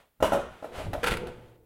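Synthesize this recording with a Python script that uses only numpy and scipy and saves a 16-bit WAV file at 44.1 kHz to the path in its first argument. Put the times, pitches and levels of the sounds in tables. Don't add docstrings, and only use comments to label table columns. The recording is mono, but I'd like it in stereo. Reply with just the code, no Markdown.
import sys
import numpy as np
from scipy import signal
from scipy.fft import rfft, irfft
from scipy.io import wavfile

SR = 44100
rng = np.random.default_rng(int(sys.argv[2]) if len(sys.argv) > 2 else 0)


def generate_wav(signal):
    frames = np.transpose(np.atleast_2d(signal))
    scaled = np.clip(frames, -1, 1) * 32767
    pcm = np.round(scaled).astype(np.int16)
    wavfile.write(sys.argv[1], SR, pcm)


N = 72765

# start in seconds, wooden knock in dB, hard crack in dB.
BLOWS = [(.2035, -15.5, -18), (0.2248, 3, 2), (.2435, -5.5, -4.5), (.261, -31, -7.5), (.3205, -1.5, -5),
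         (.332, 0.5, -3.5), (.348, -3, -31), (.372, -8.5, -34), (.626, -18, -25.5), (.643, -16, -19.5),
         (.785, -18.5, -17), (.801, -17.5, -25), (.866, -23.5, -46), (.9315, -11.5, -12), (.9495, -9, -31),
         (.98, -19.5, -29)]
# start in seconds, relative level in dB.
GRIT_SNAPS = [(0.932, -12.5), (0.9363, -10.5), (1.032, -11), (1.041, 1.5), (1.064, -6), (1.07, 1),
              (1.082, 0), (1.11, -4), (1.1184, -3.5), (1.1382, -6.5), (1.170, -7), (1.2705, -16.5)]
FLOOR_THUMPS = [(0.233, -5), (0.779, -8), (0.837, -6.5), (0.881, 1), (.935, -4), (0.976, -6), (1.095, -2.5),
                (1.128, -18)]

# frequency in Hz, relative level in dB, T60 in seconds.
BEND_MODES = [(522, -2, 0.014), (642.5, 0, 0.039), (777, -2.5, 0.025), (1450, 2, 0.005)]
DECK_MODES = [(247, -17, 0.43), (284, -6, 0.083), (333, -3, 0.053), (475.7, -14, 0.32),
              (545.7, -15.5, 0.43), (567.4, -2.5, 0.21), (627.6, 4, 0.096), (729.5, -11, 0.13),
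              (768, -34, 0.41), (837, -1, 0.079), (1054, -43, 0.18), (1322, -25, 0.05), (1451, -13, 0.056)]
HUM_MODES = [(116.5, -44, 2.33), (324, -44, 1.4), (461, -50, 1.2), (482.2, -25.5, 0.26), (1427, -44, .35),
             (1600, -35, .3)]
FLOOR_MODES = [(53, -5.5, 0.2), (87.6, 4, 0.079), (150, -8, 0.11)]
# frequency in Hz, bandwidth in Hz, relative level in dB.
ROLL_MODES = [(123, 2.7, -19), (158, 26, -7), (246, 11.7, -9), (352.6, 10.3, 0.5), (378, 55, -5.5),
              (439.2, 10, -0.5), (491.7, 16, 1.5), (565, 25, -9), (671, 65, -11.5), (745, 64, -13.5),
              (877, 51, -11)]

# time in seconds, level in dB.
CRUNCH_ENVELOPE = [(1.02, -77), (1.034, -31.5), (1.058, -33.5), (1.075, -26.5), (1.098, -35), (1.125, -34),
                   (1.145, -38), (1.165, -58), (1.25, -74), (1.28, -49), (1.31, -59.5), (1.49, -72.5),
                   (1.6, -108)]
ROLL_ENVELOPE = [(.36, -31), (.5, -56), (.61, -61), (.72, -44), (.8, -52), (.92, -52), (1.02, -51),
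                 (1.06, -41.5), (1.12, -36), (1.17, -38.5), (1.28, -39.5), (1.34, -48.5), (1.48, -57),
                 (1.65, -66)]
RUMBLE_ENVELOPE = [(0.0, -69), (0.17, -102), (0.21, -42.5), (0.248, -41), (0.514, -53), (0.56, -61.5),
                   (0.602, -94), (0.628, -72), (0.758, -49.5), (0.784, -55), (0.872, -35), (0.886, -38),
                   (1.02, -46), (1.088, -39), (1.13, -31.5), (1.152, -41.5), (1.604, -65), (1.65, -63)]
SWISH_ENVELOPE = [(.4, -110), (.52, -56.5), (.71, -57.5), (.76, -41), (.80, -41), (.85, -45), (.9, -55),
                  (.96, -54), (1.03, -51), (1.2, -71.5), (1.48, -64), (1.56, -69.5), (1.62, -100)]

# frequency in Hz, gain in dB.
CRACK_SPECTRUM = [(20, -16), (45, -17), (90, 1), (200, 4.5), (400, 6.5), (800, 3.5), (1030, 3.5),
                  (1400, 0.5), (2000, -7.5), (3200, -8), (5000, -18.5), (8000, -18), (12000, -20),
                  (16000, -26)]
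GRIT_SPECTRUM = [(100, -16), (300, -2.5), (480, 5.5), (700, 4.5), (1000, 1.5), (1500, 8), (2100, -5),
                 (2700, 1), (3500, -1), (4000, -11), (4600, -5.5), (5300, -16.5), (8000, -12.5),
                 (11000, -15.5), (16000, -43)]
SNAP_SPECTRUM = [(100, -6.5), (400, 5.5), (1000, 3), (1600, 8.5), (2700, 3.5), (4500, -5.5), (5600, -13),
                 (8000, -13.5), (11000, -11), (16000, -21)]
RUMBLE_SPECTRUM = [(15, -4), (30, -8), (53, -1.5), (70, -3.5), (92, -8.5), (125, -6), (200, -14),
                   (400, -18.5), (1000, -86)]
CARPET_SPECTRUM = [(150, -8.5), (600, 8.5), (1100, 3), (1700, 0), (3200, -3), (5500, -15.5), (9000, -15.5),
                   (12000, -19.5), (16000, -33)]
AIR_SPECTRUM = [(20, -11), (65, -8.5), (150, -15), (350, -16.5), (650, -22), (2000, -26), (6000, -35.5),
                (16000, -26)]
SIDE_SPECTRUM = [(60, -55), (250, -53), (450, -42.5), (700, -17), (1000, -19), (2000, -8), (4000, -8.5),
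                 (8000, -1.5), (14000, -2)]

# frequency in Hz, T60 in seconds.
GARAGE_T60 = [(60, 1), (250, 0.37), (600, 0.3), (1500, 0.73), (3000, 0.55), (6000, 0.52), (14000, 0.27)]


def blows(garage, contact_hz=970, wood_cutoff_hz=1630, mode_spread_db=1.5):
    start_s, knock_db, crack_db = np.transpose(BLOWS)
    push = np.gradient(lowpass(clicks(start_s, knock_db), contact_hz)) * SR / (2 * np.pi)
    clack = amp(-15.5) * sum((-1) ** k * amp(db) * ring(push / hz, hz, t60_s)
                             for k, (hz, db, t60_s) in enumerate(BEND_MODES))
    shape = (len(BLOWS), len(DECK_MODES))
    strengths = amp(rng.normal(0, mode_spread_db, shape)) * rng.choice([-1, 1], shape)
    deck = amp(-23.5) * sum(ring(clicks(start_s, knock_db + db, strengths[:, k]), hz, t60_s)
                            for k, (hz, db, t60_s) in enumerate(DECK_MODES))
    hits = clicks(start_s, crack_db + 5.5)
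    crack, crack_side = [colour(bursts(hits, taus_s=(0.0025, 0.0046)), CRACK_SPECTRUM) for _ in range(2)]
    direct = clack + lowpass(deck, wood_cutoff_hz) + amp(-2) * stereo(crack, crack_side)
    return direct + reverb(amp(3.5) * crack + amp(-2) * clack, garage)


def grit(grains_per_s=5000, spread_db=3.5):
    sizes = amp(spread_db * np.minimum(rng.exponential(1, N), 4)) * rng.choice([-1, 1], N)
    crushed = rng.random(N) < grains_per_s / SR
    grains = unit_rms(colour(sizes * crushed, GRIT_SPECTRUM))
    snaps = bursts(clicks(*np.transpose(GRIT_SNAPS)), taus_s=(0.0012, 0.0046))
    return envelope(CRUNCH_ENVELOPE) * grains + amp(1.5) * colour(snaps, SNAP_SPECTRUM)


def rolling():
    bumps = rng.standard_normal(N)
    board = sum((-1) ** k * amp(db) * width_hz * ring(bumps, hz, np.log(1000) / (np.pi * width_hz))
                for k, (hz, width_hz, db) in enumerate(ROLL_MODES))
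    rumble = amp(1) * envelope(RUMBLE_ENVELOPE) * noise(RUMBLE_SPECTRUM)
    return envelope(ROLL_ENVELOPE) * unit_rms(board) + rumble


def thumps(contact_hz=162):
    push = lowpass(clicks(*np.transpose(FLOOR_THUMPS)), contact_hz)
    return amp(-29) * sum(amp(db) * ring(push, hz, t60_s) for hz, db, t60_s in FLOOR_MODES)


def deck_hum(drop_s=1.032):
    return sum(ring(clicks([drop_s], db), hz, t60_s) for hz, db, t60_s in HUM_MODES)


def carpet_swish():
    pop_tail = amp(-57.5) * decay(t60_s=0.31)
    return (pop_tail + envelope(SWISH_ENVELOPE)) * stereo(noise(CARPET_SPECTRUM), noise(CARPET_SPECTRUM))


def garage_response(build_s=0.00067):
    edges_hz = np.geomspace(30, 19000, 14)
    white = rng.standard_normal((2, 2, N))
    early = amp(0.5) * decay(t60_s=0.087)
    response = 0
    for k, band_hz in enumerate(zip(edges_hz, edges_hz[1:])):
        bandpass = signal.butter(2, band_hz, "band", fs=SR, output="sos")
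        tail = decay(at_hz(GARAGE_T60, np.sqrt(np.prod(band_hz))))
        response = response + signal.sosfilt(bandpass, white[k % 2]) * (early + tail)
    onset = 1 - np.exp(-np.arange(N) / SR / build_s)
    return unit_rms(response * onset) / np.sqrt(N)


def reverb(x, garage):
    return stereo(*[signal.fftconvolve(x, response)[:N] for response in garage])


def garage_air():
    return amp(-72) * stereo(noise(AIR_SPECTRUM), noise(AIR_SPECTRUM))


def amp(db):
    return 10 ** (np.asarray(db) / 20)


def unit_rms(x):
    return x / np.sqrt(np.mean(x ** 2) + 1e-20)


def envelope(rows):
    time_s, db = np.transpose(rows)
    return amp(np.interp(np.arange(N) / SR, time_s, db, left=-np.inf))


def decay(t60_s):
    return amp(-60 * np.arange(N) / SR / t60_s)


def at_hz(rows, hz):
    row_hz, values = np.transpose(rows)
    return np.interp(np.log(np.maximum(hz, 1)), np.log(row_hz), values)


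def colour(x, spectrum, size=16384):
    bins_hz = np.arange(size // 2 + 1) * SR / size
    cepstrum = irfft(np.log(amp(at_hz(spectrum, bins_hz))))
    cepstrum[1:size // 2] *= 2
    cepstrum[size // 2 + 1:] = 0
    return signal.fftconvolve(x, irfft(np.exp(rfft(cepstrum))))[:N]


def lowpass(x, hz):
    return signal.sosfilt(signal.butter(2, hz, fs=SR, output="sos"), x + 1e-18)


def noise(spectrum):
    return unit_rms(colour(rng.standard_normal(N), spectrum))


def stereo(mid, side):
    return mid + colour(side, SIDE_SPECTRUM) * np.array([[1], [-1]])


def clicks(start_s, db, gain=1):
    impulses = np.zeros(N)
    np.add.at(impulses, (np.asarray(start_s) * SR).astype(int), amp(db) * gain)
    return impulses


def ring(x, hz, t60_s):
    radius, angle = amp(-60 / (t60_s * SR)), 2 * np.pi * hz / SR
    return signal.lfilter([0, np.sin(angle)], [1, -2 * radius * np.cos(angle), radius ** 2], x + 1e-18)


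def bursts(x, taus_s):
    power = x ** 2 + 1e-18
    for pole in np.exp(-2 / (np.array(taus_s) * SR)):
        power = signal.lfilter([1 - pole], [1, -pole], power)
    return np.sqrt(power) * rng.standard_normal(N)


def scene():
    garage, crunch, air = garage_response(), grit(), garage_air()
    wheels = stereo(crunch + rolling(), amp(-5.5) * grit() + rolling())
    wheels += amp(-9.5) * reverb(crunch, garage)
    return blows(garage) + wheels + thumps() + deck_hum() + carpet_swish() + air


def record(dry):
    return signal.sosfilt(signal.ellip(10, .2, 80, 16000, fs=SR, output="sos"), dry)


dry = scene()
out = record(dry)
generate_wav(out)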